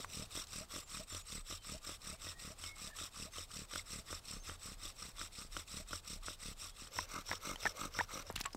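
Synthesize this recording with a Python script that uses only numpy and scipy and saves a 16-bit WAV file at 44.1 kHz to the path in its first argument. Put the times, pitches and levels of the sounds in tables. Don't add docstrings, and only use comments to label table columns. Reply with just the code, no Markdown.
import sys
import numpy as np
from scipy import signal
from scipy.fft import rfft, irfft
from scipy.io import wavfile
from scipy.ndimage import uniform_filter1d

SR = 44100
rng = np.random.default_rng(int(sys.argv[2]) if len(sys.argv) > 2 else 0)


def voltage_ratio(decibels):
    exponent = np.asarray(decibels, float) / 20
    return 10 ** exponent


def generate_wav(signal):
    frames = np.transpose(np.atleast_2d(signal))
    scaled = np.clip(frames, -1, 1) * 32767
    pcm = np.round(scaled).astype(np.int16)
    wavfile.write(sys.argv[1], SR, pcm)


N = 377784
SMOKE_S = 6.88
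SMOKING = np.arange(N) > SMOKE_S * SR

# (start [s], bump near mid-stroke [s], rub [dB], bump [dB], limb swing [dB])
PUSHES = [(0.0, 0.048, -45.5, -56, -62), (0.276, 0.376, -45.5, -58, -55), (0.664, 0.763, -47, -55.5, -55.5),
          (1.054, 1.149, -46.5, -60.5, -49.5), (1.428, 1.527, -48, -59.5, -53.5),
          (1.797, 1.896, -47.5, -59, -55), (2.171, 2.27, -47, -61.5, -51.5), (2.549, 2.64, -48, -67.5, -53),
          (2.923, 3.015, -47, -64, -54.5), (3.297, 3.385, -47.5, -61.5, -52.5),
          (3.667, 3.757, -46.5, -57.5, -54), (4.033, 4.13, -47.5, -60.5, -50),
          (4.413, 4.494, -47.5, -60, -51.5), (4.762, 4.855, -49, -64, -59), (5.132, 5.217, -47, -62, -55),
          (5.489, 5.572, -48.5, -58.5, -54.5), (5.845, 5.935, -47.5, -58.5, -50.5),
          (6.198, 6.285, -48.5, -60.5, -54), (6.547, 6.644, -49, -68, -60), (6.898, 6.988, -48, -55, -49.5),
          (7.232, 7.314, -47, -54.5, -50.5), (7.564, 7.656, -48, -52, -52), (7.898, 7.992, -48, -51, -50.5),
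          (8.238, 8.296, -59, -75, -53)]


def evened(x):
    return x / np.sqrt(np.mean(x ** 2) + 1e-20)


def add(mix, s, sound):
    part = mix[max(round(s * SR), 0):][:len(sound)]
    part += sound[:len(part)]


def resonate(x, hz, width):
    return signal.lfilter(*signal.iirpeak(hz, hz / width, SR), x)


def resonate_twice(x, hz, width, ratio):
    return resonate(resonate(x, hz, width), hz, ratio * width)


def drift(hz):
    size = int(SR / hz)
    return evened(uniform_filter1d(uniform_filter1d(rng.standard_normal(N), size), size))


def bow(rest, rise, fall, arch, slowing_s=.1):
    # (start [s], bump near mid-stroke [s], rub [dB], bump [dB])
    pulls = [(0.066, 0.174, -48.5, -56), (0.463, 0.561, -47.5, -58.5), (0.85, 0.948, -47.5, -58.5),
             (1.23, 1.329, -47.5, -58.5), (1.598, 1.698, -48, -56.5), (1.982, 2.075, -48.5, -58.5),
             (2.355, 2.452, -48.5, -59), (2.732, 2.82, -47.5, -60.5), (3.1, 3.201, -48.5, -58.5),
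             (3.467, 3.567, -48, -58), (3.835, 3.935, -48, -58), (4.21, 4.312, -49, -58.5),
             (4.571, 4.66, -49, -61), (4.934, 5.025, -50, -62.5), (5.295, 5.389, -50.5, -62),
             (5.648, 5.745, -48.5, -56.5), (6.013, 6.106, -50, -58.5), (6.368, 6.46, -48, -57),
             (6.725, 6.822, -52.5, -72), (7.065, 7.143, -49.5, -59), (7.391, 7.475, -47.5, -55.5),
             (7.735, 7.817, -48.5, -55.5), (8.062, 8.139, -49, -59), (8.318, 8.396, -85, -89)]
    # (time [s], push [Hz], pull [Hz])
    spin = [(0, 48.9, 40.3), (2.6, 41.1, 37.4), (3.7, 46.2, 38.5), (5.1, 45.4, 32.4), (5.7, 44.9, 36.2),
            (6.6, 43, 36.7), (7.1, 46.7, 45), (7.4, 46.4, 50.2), (8.1, 43, 50.7)]
    # (push [dB], pull [dB])
    hum_gain = [
        [-17.5, -18],
        [-16.5, -11.5],
    ]
    rows = np.array([row[:4] for pair in zip(PUSHES, pulls) for row in pair])
    t = np.arange(N) / SR
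    k = np.clip(np.searchsorted(rows[:, 0], t, "right") - 1, 0, None)
    way = k % 2

    begin = np.r_[rows[1, 0] - .17, rows[1:, 0]][k]
    end = np.r_[rows[1:, 0], N / SR][k]
    along = np.clip((t - begin) / (end - begin), 0, 1)
    start = np.tanh((along / np.take(rise, way)) ** 2)
    stop = np.tanh(((1 - along) / np.take(fall, way)) ** 2)
    speed = rest + (1 - rest) * start * stop * (1 - arch + arch * np.sin(np.pi * along ** 1.156) ** 2)

    s, push_hz, pull_hz = np.transpose(spin)
    spin_hz = np.where(way, np.interp(begin, s, pull_hz), np.interp(begin, s, push_hz))
    turns = spin_hz * slowing_s * np.sin(np.clip((t - rows[k, 1]) / slowing_s, -1.5, 1.5))

    rub_db, bump_db = rows[k, 2], rows[k, 3]
    hum_db = rub_db + np.array(hum_gain)[1 * (begin > SMOKE_S), way]
    levels = [uniform_filter1d(db, size=600) for db in (rub_db, bump_db, hum_db)]
    return k, along, speed, turns, levels


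def grit(turns, wobble_db, flicker_db, spread_db, per_s=9000):
    size_db = spread_db * np.minimum(rng.exponential(1, N), 4)
    slips = rng.standard_normal(N) * (rng.random(N) < per_s / SR) * voltage_ratio(size_db)
    lobe = np.exp(1.6 * (np.cos(2 * np.pi * (turns + 0.18 * SMOKING)) - 1))
    press = (2.14 + 1.0 * SMOKING) * lobe + 0.14 * np.sin(2 * np.pi * turns)
    press_db = wobble_db * press + flicker_db * drift(150) + 0.86 * drift(24)
    return evened(slips * voltage_ratio(press_db))


def mottle(x, patchy_db, size):
    z = signal.stft(x, nperseg=256, noverlap=192)[2]
    patches = uniform_filter1d(uniform_filter1d(rng.standard_normal(z.shape), 2, 0), size, 1)
    patched = z * voltage_ratio(patchy_db * evened(patches))
    return evened(signal.istft(patched, nperseg=256, noverlap=192)[1][:N])


def rub(k, speed, turns, rub_db):
    # (centre [Hz], width [Hz], short strokes [dB], long strokes [dB],
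    # change once smoking [dB], growth with speed [exponent])
    socket = [(2577, 615, -8.5, -7, 3, 0.84), (3667, 477, -1, -3, 0, 1.08), (3990, 800, -7, -5, 2.5, 0.92),
              (5510, 663, 0, 0, -7, 1.49), (5825, 450, -24.5, -24.5, 25.5, 1.14),
              (5400, 370, -23.5, -35, 23.5, 1.2), (13100, 830, -39.5, -35.5, 19.5, 0.61),
              (7070, 2900, -15, -16.5, 5, 0.67), (8060, 920, 0, 0.5, -1.5, 1.03),
              (10560, 920, -19.5, -22.5, -6, 0.9), (12600, 2000, -12.5, -13, -1, 0.96),
              (15600, 1200, -28, -29, 3, 0.5)]
    drive = grit(turns, wobble_db=1.5, flicker_db=1.2, spread_db=-1.0)
    out = np.zeros(N)
    for n, (hz, width, short_db, long_db, late_db, growth) in enumerate(socket):
        colour_db = np.where(k % 2, long_db, short_db) + late_db * SMOKING
        mode = evened(resonate_twice(drive, hz, width, 2.7))
        out += (-1) ** n * voltage_ratio(colour_db) * speed ** (growth - 1) * mode
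    return voltage_ratio(rub_db - 0.5) * speed * mottle(out, patchy_db=3.0, size=8)


def board(speed, turns, hum_db):
    # (centre [Hz], width [Hz], level [dB], change once smoking [dB])
    board_modes = [(520, 265, -4.5, 4.5), (1207, 290, 7, 0.5), (1790, 1900, -3, -17), (2035, 274, 3, -6),
                   (2150, 220, -20, 21), (1340, 200, -20, 22)]
    drive = grit(turns, wobble_db=0.4, flicker_db=1.47, spread_db=1.5, per_s=4000)
    hum = np.zeros(N)
    for n, (hz, width, db, late_db) in enumerate(board_modes):
        swing = voltage_ratio(db + late_db * SMOKING + 2.0 * drift(97))
        hum += (-1) ** n * swing * evened(resonate_twice(drive, hz, width, 1.26))
    return voltage_ratio(hum_db - 1.0) * speed * hum


def air():
    # (frequency [Hz], density [dB per Hz])
    wood_air = [(45, -2), (90, 0), (160, -9.5), (330, -15.5), (750, -14.5), (1100, -18), (2600, -27.5),
                (3000, -23), (4600, -22.5), (15800, -35)]
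    # (peak [s], level [dB])
    gusts = [(1.101, -59), (1.4, -53), (1.75, -58), (2.2, -68), (2.9, -71), (3.8, -64), (4.04, -62),
             (4.4, -55), (4.77, -53.5), (5.13, -55), (5.5, -54.5), (5.83, -55.5), (6.19, -52), (6.51, -55),
             (7.12, -59), (7.51, -56), (7.9, -55), (8.35, -53)]
    bins_hz, (f, density_db) = np.fft.rfftfreq(N, 1 / SR), np.transpose(wood_air)
    colour = voltage_ratio(np.interp(np.log(bins_hz + 1), np.log(f), density_db))
    hiss = evened(irfft(rfft(rng.standard_normal(N)) * colour, N))
    leaves = voltage_ratio(-67 + 4.0 + 1.3 * drift(0.94)) * hiss

    rumble = resonate(resonate_twice(rng.standard_normal(N), 30, 11, 16 / 11), 30, 22)
    steady = rumble / np.sqrt(uniform_filter1d(rumble ** 2, 9000) + 1e-12)
    t = np.arange(N) / SR
    power = voltage_ratio(2 * -62) * np.ones(N)
    for s, db in gusts:
        rise_s, fall_s = 0.039, 0.094
        power += voltage_ratio(2 * db) * np.exp(-((t - s) / np.where(t < s, rise_s, fall_s)) ** 2)

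    litter = evened(resonate_twice(rng.standard_normal(N), 1300, 2400, 1))
    return litter * voltage_ratio(-70 + 3.0 * drift(60)) * SMOKING + leaves + steady * np.sqrt(power)


def ticks():
    # (time [s], level [dB], centre [Hz])
    tick_rows = [(7.6616, -28, 5170), (0.0005, -43, 280), (8.34, -48, 85), (8.378, -47, 95),
                 (8.44, -51, 90), (6.82, -46, 200), (8.3007, -31, 600), (8.304, -42, 190),
                 (8.486, -53, 3500), (8.361, -45.5, 200), (8.409, -42, 224), (8.326, -37, 8350),
                 (8.3611, -35, 1090), (8.377, -49, 2980), (8.4075, -35, 1100), (8.413, -31, 4500),
                 (8.4576, -26, 1900), (8.507, -47, 2400), (8.531, -37, 5030), (8.548, -35.5, 694)]
    out, impulse = np.zeros(N), np.zeros(4000)
    impulse[0] = -1
    for s, db, hz in tick_rows:
        width = min(hz, 7050)
        tick = resonate(resonate_twice(impulse, hz, width, 2), hz, 2 * width)
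        add(out, s, voltage_ratio(db) * tick / abs(tick).max())
    return out


def bumps(k, along, turns, bump_db):
    # (frequency [Hz], level [dB], t60 [s])
    bump_modes = [
        [(125, -9, 0.037), (189, 3.5, 0.027), (285.6, 6.5, 0.024), (600, -3.5, 0.048), (1200, -1, 0.016)],
        [(72, -4.5, 0.096), (121.4, -5, 0.063), (153.6, -5.5, 0.038), (184.7, 0.5, 0.047), (252.6, -4, 0.036),
         (417, 4.5, 0.015)],
        [(104.3, -2, 0.041), (191, 3, 0.03), (281.6, 3, 0.026), (448, 2, 0.03), (600, 0.5, 0.03)],
        [(80.5, -6, 0.05), (141, -4, 0.037), (193, 3, 0.033), (269, 0.5, 0.04), (597, -7.5, 0.048),
         (870, -12, 0.022)],
    ]
    # (time [s], frequency [Hz])
    limb_pitch = [(0, 90.7), (2.4, 85.5), (4.8, 81), (7, 86.7)]
    whole = np.floor(turns + 0.1467)
    new_turn = np.r_[0, (np.diff(whole) > 0) & (np.diff(k) == 0)]
    blow = new_turn * voltage_ratio(bump_db + 1.14 * drift(75))
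    t, out = np.arange(SR // 8) / SR, np.zeros(N)
    kind = k % 2 + 2 * SMOKING
    for n, (centre, spread) in enumerate([(0.51, 0.11), (.6, 0.21), (0.54, 0.1), (0.61, 0.21)]):
        ring = sum(voltage_ratio(db - 60 * t / t60) * np.sin(2 * np.pi * hz * t) for hz, db, t60 in bump_modes[n])
        soft_ring = ring * (1 - np.exp(-t / 0.0011)) ** 2
        strength = np.exp(-.5 * ((along - centre) / spread) ** 4) * (kind == n)
        out += signal.oaconvolve(blow * strength, soft_ring)[:N]

    lead_s = 0.0154
    swell = t / 0.048 * np.exp(1 - t / 0.044) * np.cos(4 * np.pi * t)
    for _, s, _, _, db in PUSHES:
        hz = np.interp(s, *np.transpose(limb_pitch))
        add(out, s - lead_s - .02, voltage_ratio(db - 1.0) * swell * np.sin(2 * np.pi * hz * t))
    return voltage_ratio(4.5) * out


def knocks():
    # (time [s], peak [dB], ring [Hz], crack [dB])
    heavy = [(0.377, -51, 1370, -5), (0.587, -52, 1250, 2), (0.763, -36.5, 1170, -15),
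             (1.148, -47.5, 1180, 20), (1.511, -40.5, 1260, -8), (1.894, -42, 1180, -11),
             (2.269, -47, 1870, -13), (3.384, -39.5, 3200, 9), (3.737, -36, 1390, 4),
             (3.759, -30.5, 1380, -2), (4.129, -36, 1370, -15), (4.497, -36.5, 1390, -2),
             (5.5671, -30, 1390, 1), (5.932, -32, 1380, -4), (6.284, -32.5, 1400, -27),
             (6.967, -40, 1080, 3), (6.989, -23, 1030, -22), (7.315, -22, 1680, -18),
             (7.633, -40, 2500, -19), (7.6555, -21, 870, -30), (7.663, -25, 1500, -25),
             (7.99, -21.5, 1450, -22)]
    # (time [s], peak [dB], ring [Hz], crack [dB])
    light = [(0.046, -33, 1140, -24), (0.471, -58, 2670, 26), (0.972, -43, 1245, -9), (2.639, -37, 2180, 8),
             (2.988, -40, 3200, 3), (3.516, -50, 1280, 19), (5.2145, -34, 1300, -8), (6.872, -45, 1380, 5),
             (7.293, -39, 970, -5), (7.332, -29.5, 1050, -20), (7.559, -37, 940, 6.5),
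             (7.941, -47, 2800, 15), (8.009, -25.5, 960, -21), (8.109, -40, 1310, -9),
             (7.791, -46, 2350, -9), (7.967, -49, 2400, -9), (7.672, -33, 1310, -15),
             (7.695, -47, 1200, -7)]
    thud_level_db = -39.5
    rows = [(*row, thud_level_db + 0.15 * (row[1] - thud_level_db) - row[1]) for row in heavy]
    rows += [(*row, -9.5) for row in light]
    out, t = np.zeros(N), np.arange(2000) / SR
    swell = t / .0011 * np.exp(1 - t / .0011)
    bright = signal.butter(2, [3300, 7500], "bandpass", fs=SR)
    for s, db, hz, crack_db, thud_db in rows:
        noise, late = rng.standard_normal(len(t)), s > SMOKE_S
        t60 = 0.011 * (1250 / hz) ** 0.24 * voltage_ratio(0.14 * (db - thud_level_db))
        rattle = .3 * noise * swell - 6.5 * (np.arange(len(t)) == 50)
        # (Hz, width Hz, dB)
        modes = [(hz, 4.9 / t60, 0), (980 if late else 1250, 500, -6), (1400, 1500, -5),
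                 (1850, 600, -5 if late else -16), (3100, 450, crack_db - 0.5)]
        ring = sum(voltage_ratio(share_db) * resonate_twice(rattle, f, width, 0.4) for f, width, share_db in modes)
        thud = -np.sin(2 * np.pi * 520 * t) * voltage_ratio(thud_db - 6.0 - 60 * t / 0.022)
        thud *= 1 - np.exp(-t / 0.00022)
        crack = 0.096 * evened(signal.lfilter(*bright, noise)) * voltage_ratio(crack_db)
        crack *= swell + 0.24 * np.exp(-t / 0.024)
        add(out, s - .0016, voltage_ratio(db) * (ring / abs(ring).max() + thud + crack))
    return out


def birds():
    # (start [s], length [s], start pitch [Hz], end pitch [Hz], level [dB])
    notes = [(2.26, .04, 1960, 1820, -63), (2.29, .085, 1825, 1885, -64), (2.355, .08, 1880, 1895, -65),
             (2.635, .125, 2195, 2172, -58.5), (2.77, .045, 2185, 2170, -66), (1.54, .12, 3065, 3090, -73),
             (1.7, .1, 3075, 3095, -72), (1.82, .11, 3070, 3085, -74), (6.7, .1, 3300, 3500, -72),
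             (.05, .15, 5890, 5860, -66), (.75, .04, 7380, 7290, -59), (1.095, .045, 7290, 7150, -59),
             (1.31, .075, 8150, 7950, -55), (.86, .07, 6800, 6900, -70), (1.15, .11, 6940, 6930, -69),
             (.88, .045, 8150, 8080, -62), (4.3, .11, 6250, 6290, -68), (4.395, .05, 6290, 6370, -65),
             (4.44, .07, 6300, 6280, -71), (2.878, .1, 1780, 1750, -63), (2.1, .075, 2310, 2305, -66),
             (3.3, .07, 6230, 6300, -71), (.82, .05, 7330, 7290, -66), (.91, .025, 7400, 7100, -64),
             (.96, .025, 7250, 7000, -64), (1.025, .025, 8500, 8200, -62), (1.075, .03, 8500, 8350, -63),
             (1.395, .05, 8050, 8100, -66)]
    trill_s, shakes_hz, trill_depth = 2.878, 37, .04
    out, waver = np.zeros(N), drift(130)
    for s, length, start_hz, end_hz, db in notes:
        along = np.linspace(0, 1, int(length * SR))
        trill = (s == trill_s) * trill_depth * np.sin(2 * np.pi * shakes_hz * (along * length - .013))
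        shake = waver[int(s * SR):][:len(along)]
        pitch = (start_hz + (end_hz - start_hz) * along) * (1 + .003 * shake + trill)
        tone = np.sin(2 * np.pi * np.cumsum(pitch) / SR)
        swell_db = db - 5.5 * abs(2 * along - .8) + 4.5 + 3.5 * shake
        add(out, s, voltage_ratio(swell_db) * tone * signal.windows.tukey(len(along), .5))
    t = np.arange(SR // 4) / SR
    trees = rng.standard_normal(len(t)) * voltage_ratio(-60 * t / .35)
    return out + voltage_ratio(-5) * signal.oaconvolve(out, trees / np.linalg.norm(trees))[:N]


def squeaks():
    # (centre [s], level [dB])
    chirps = [(0.229, -65), (0.622, -62.5), (1.01, -61.5), (1.754, -62), (2.139, -65.5), (2.519, -66.5),
              (2.885, -69), (3.275, -67), (4.001, -71), (5.81, -67), (6.185, -75)]
    # (centre [s], level [dB])
    catches = [(7.118, -60), (7.143, -56), (7.165, -56), (7.182, -50), (7.437, -59), (7.453, -59),
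               (7.475, -54), (7.496, -53), (7.514, -53), (7.535, -60), (7.782, -62), (7.798, -58),
               (7.817, -48.5), (7.837, -53), (7.856, -57), (7.872, -62), (8.095, -57), (8.137, -58),
               (8.157, -53), (8.179, -54), (8.197, -57)]
    # (centre [s], length [s], start pitch [Hz], end pitch [Hz], level [dB])
    wood_squeaks = [(3.796, 0.01, 2200, 2080, -52), (7.668, 0.015, 1910, 1640, -37),
                    (8.001, 0.016, 1140, 2300, -41.5), (8.312, 0.006, 13000, 12000, -65),
                    (8.534, 0.0123, 5400, 4800, -61), (2.865, 0.009, 1700, 2050, -70),
                    (8.364, 0.0046, 2790, 2850, -46), (8.361, 0.0026, 4450, 3940, -44),
                    (8.46, 0.0056, 7900, 7500, -48), (8.443, 0.01, 2650, 2550, -60),
                    (8.305, 0.0071, 7600, 7700, -60), (7.505, 0.016, 2180, 2140, -55)]
    rows = [(s, 0.041, 562, 696, db) for s, db in chirps]
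    rows += [(s, 0.0092, 1320, 1170, db) for s, db in catches]
    out = np.zeros(N)
    for s, length, start_hz, end_hz, db in rows + list(wood_squeaks):
        count = int(1.39 * length * SR)
        tone = np.sin(2 * np.pi * np.cumsum(np.linspace(start_hz, end_hz, count)) / SR)
        add(out, s - 0.7 * length, voltage_ratio(db + 9.5) * np.hanning(count) * tone)
    return out * voltage_ratio(3.0 * drift(940))


def groans():
    # (start [s], length [s], centre [Hz], level [dB])
    groan_rows = [(6.87, 0.11, 520, -69), (7.009, 0.057, 565, -65), (7.383, 0.04, 450, -68),
                  (7.577, 0.043, 560, -65), (7.702, 0.083, 540, -59), (7.866, 0.05, 470, -69),
                  (8.14, 0.05, 565, -55.5), (8.202, 0.095, 550, -65)]
    out = np.zeros(N)
    for s, length, hz, db in groan_rows:
        count = int(1.5 * length * SR)
        fuzz = evened(resonate_twice(rng.standard_normal(SR // 4), hz, 105, 2))[-count:]
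        add(out, s - 0.15 * length, voltage_ratio(db + 2.5) * np.hanning(count) * fuzz)
    return out


def scuffs():
    # (time [s], level [dB], centre [Hz], decay [s])
    scuff_rows = [(8.301, -48, 950, 0.015), (8.31, -58, 11000, 0.0025), (9.7, -44, 9300, 0.0032),
                  (7.557, -56, 11100, 0.003), (8.441, -47, 7300, 0.003), (8.356, -41, 2900, 0.011),
                  (8.3601, -40, 2660, 0.004), (8.36, -39, 7400, 0.0036), (8.377, -44, 1900, 0.008),
                  (8.389, -51, 6400, 0.02), (8.402, -47, 13500, .004), (8.357, -50, 14000, .006),
                  (8.413, -50, 14500, .003), (8.458, -54, 14000, .004), (8.407, -40, 2200, 0.0035),
                  (8.4025, -41, 3000, 0.0033), (8.4117, -34, 4100, 0.0032), (8.395, -47, 1800, 0.0058),
                  (8.437, -49, 2500, .008), (8.4535, -41, 1100, 0.012), (8.4575, -40, 1800, 0.005),
                  (8.458, -46, 6800, 0.004), (8.531, -52, 4100, 0.0045), (8.547, -51, 6400, 0.0048),
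                  (8.548, -40, 170, 0.0056)]
    out, t = np.zeros(N), np.arange(4000) / SR
    for s, db, hz, decay in scuff_rows:
        noise = rng.standard_normal(len(t))
        burst = evened(resonate_twice(noise, hz, min(1.5 * hz, 7050), 0.8))
        add(out, s, voltage_ratio(db) * burst * (1 - np.exp(-t / 0.00017)) * np.exp(-t / decay))
    return out


def landing():
    s, hz, db, t60 = (8.458, 1105, -35, .08)  # (time [s], frequency [Hz], level [dB], t60 [s])
    out, t = np.zeros(N), np.arange(4000) / SR
    add(out, s, voltage_ratio(db - 60 * t / t60) * np.sin(2 * np.pi * hz * t))
    return out


def scene():
    k, along, speed, turns, levels = bow(rest=0.042, rise=[.19, .15], fall=[.075, .065], arch=0.7)
    rub_db, bump_db, hum_db = levels
    drill = rub(k, speed, turns, rub_db) + board(speed, turns, hum_db)
    drill += bumps(k, along, turns, bump_db + 11.0)
    hits = ticks() + knocks() + squeaks() + groans() + scuffs() + landing()
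    bounce = np.r_[np.zeros(round(.0023 * SR)), hits][:N]
    near = signal.lfilter(*signal.butter(2, 45, "highpass", fs=SR), drill + hits + 0.0083 * bounce)
    return (near + birds() + air())[None]


def top_cut(x):
    return signal.sosfilt(signal.butter(12, 16450, fs=SR, output="sos"), x)


def record(dry):
    low_pass = signal.firwin(1023, 15790, window=("kaiser", 6), fs=SR)
    limited = signal.oaconvolve(dry, low_pass[None], "same")
    return top_cut(limited)


dry = scene()
out = record(dry)
generate_wav(out)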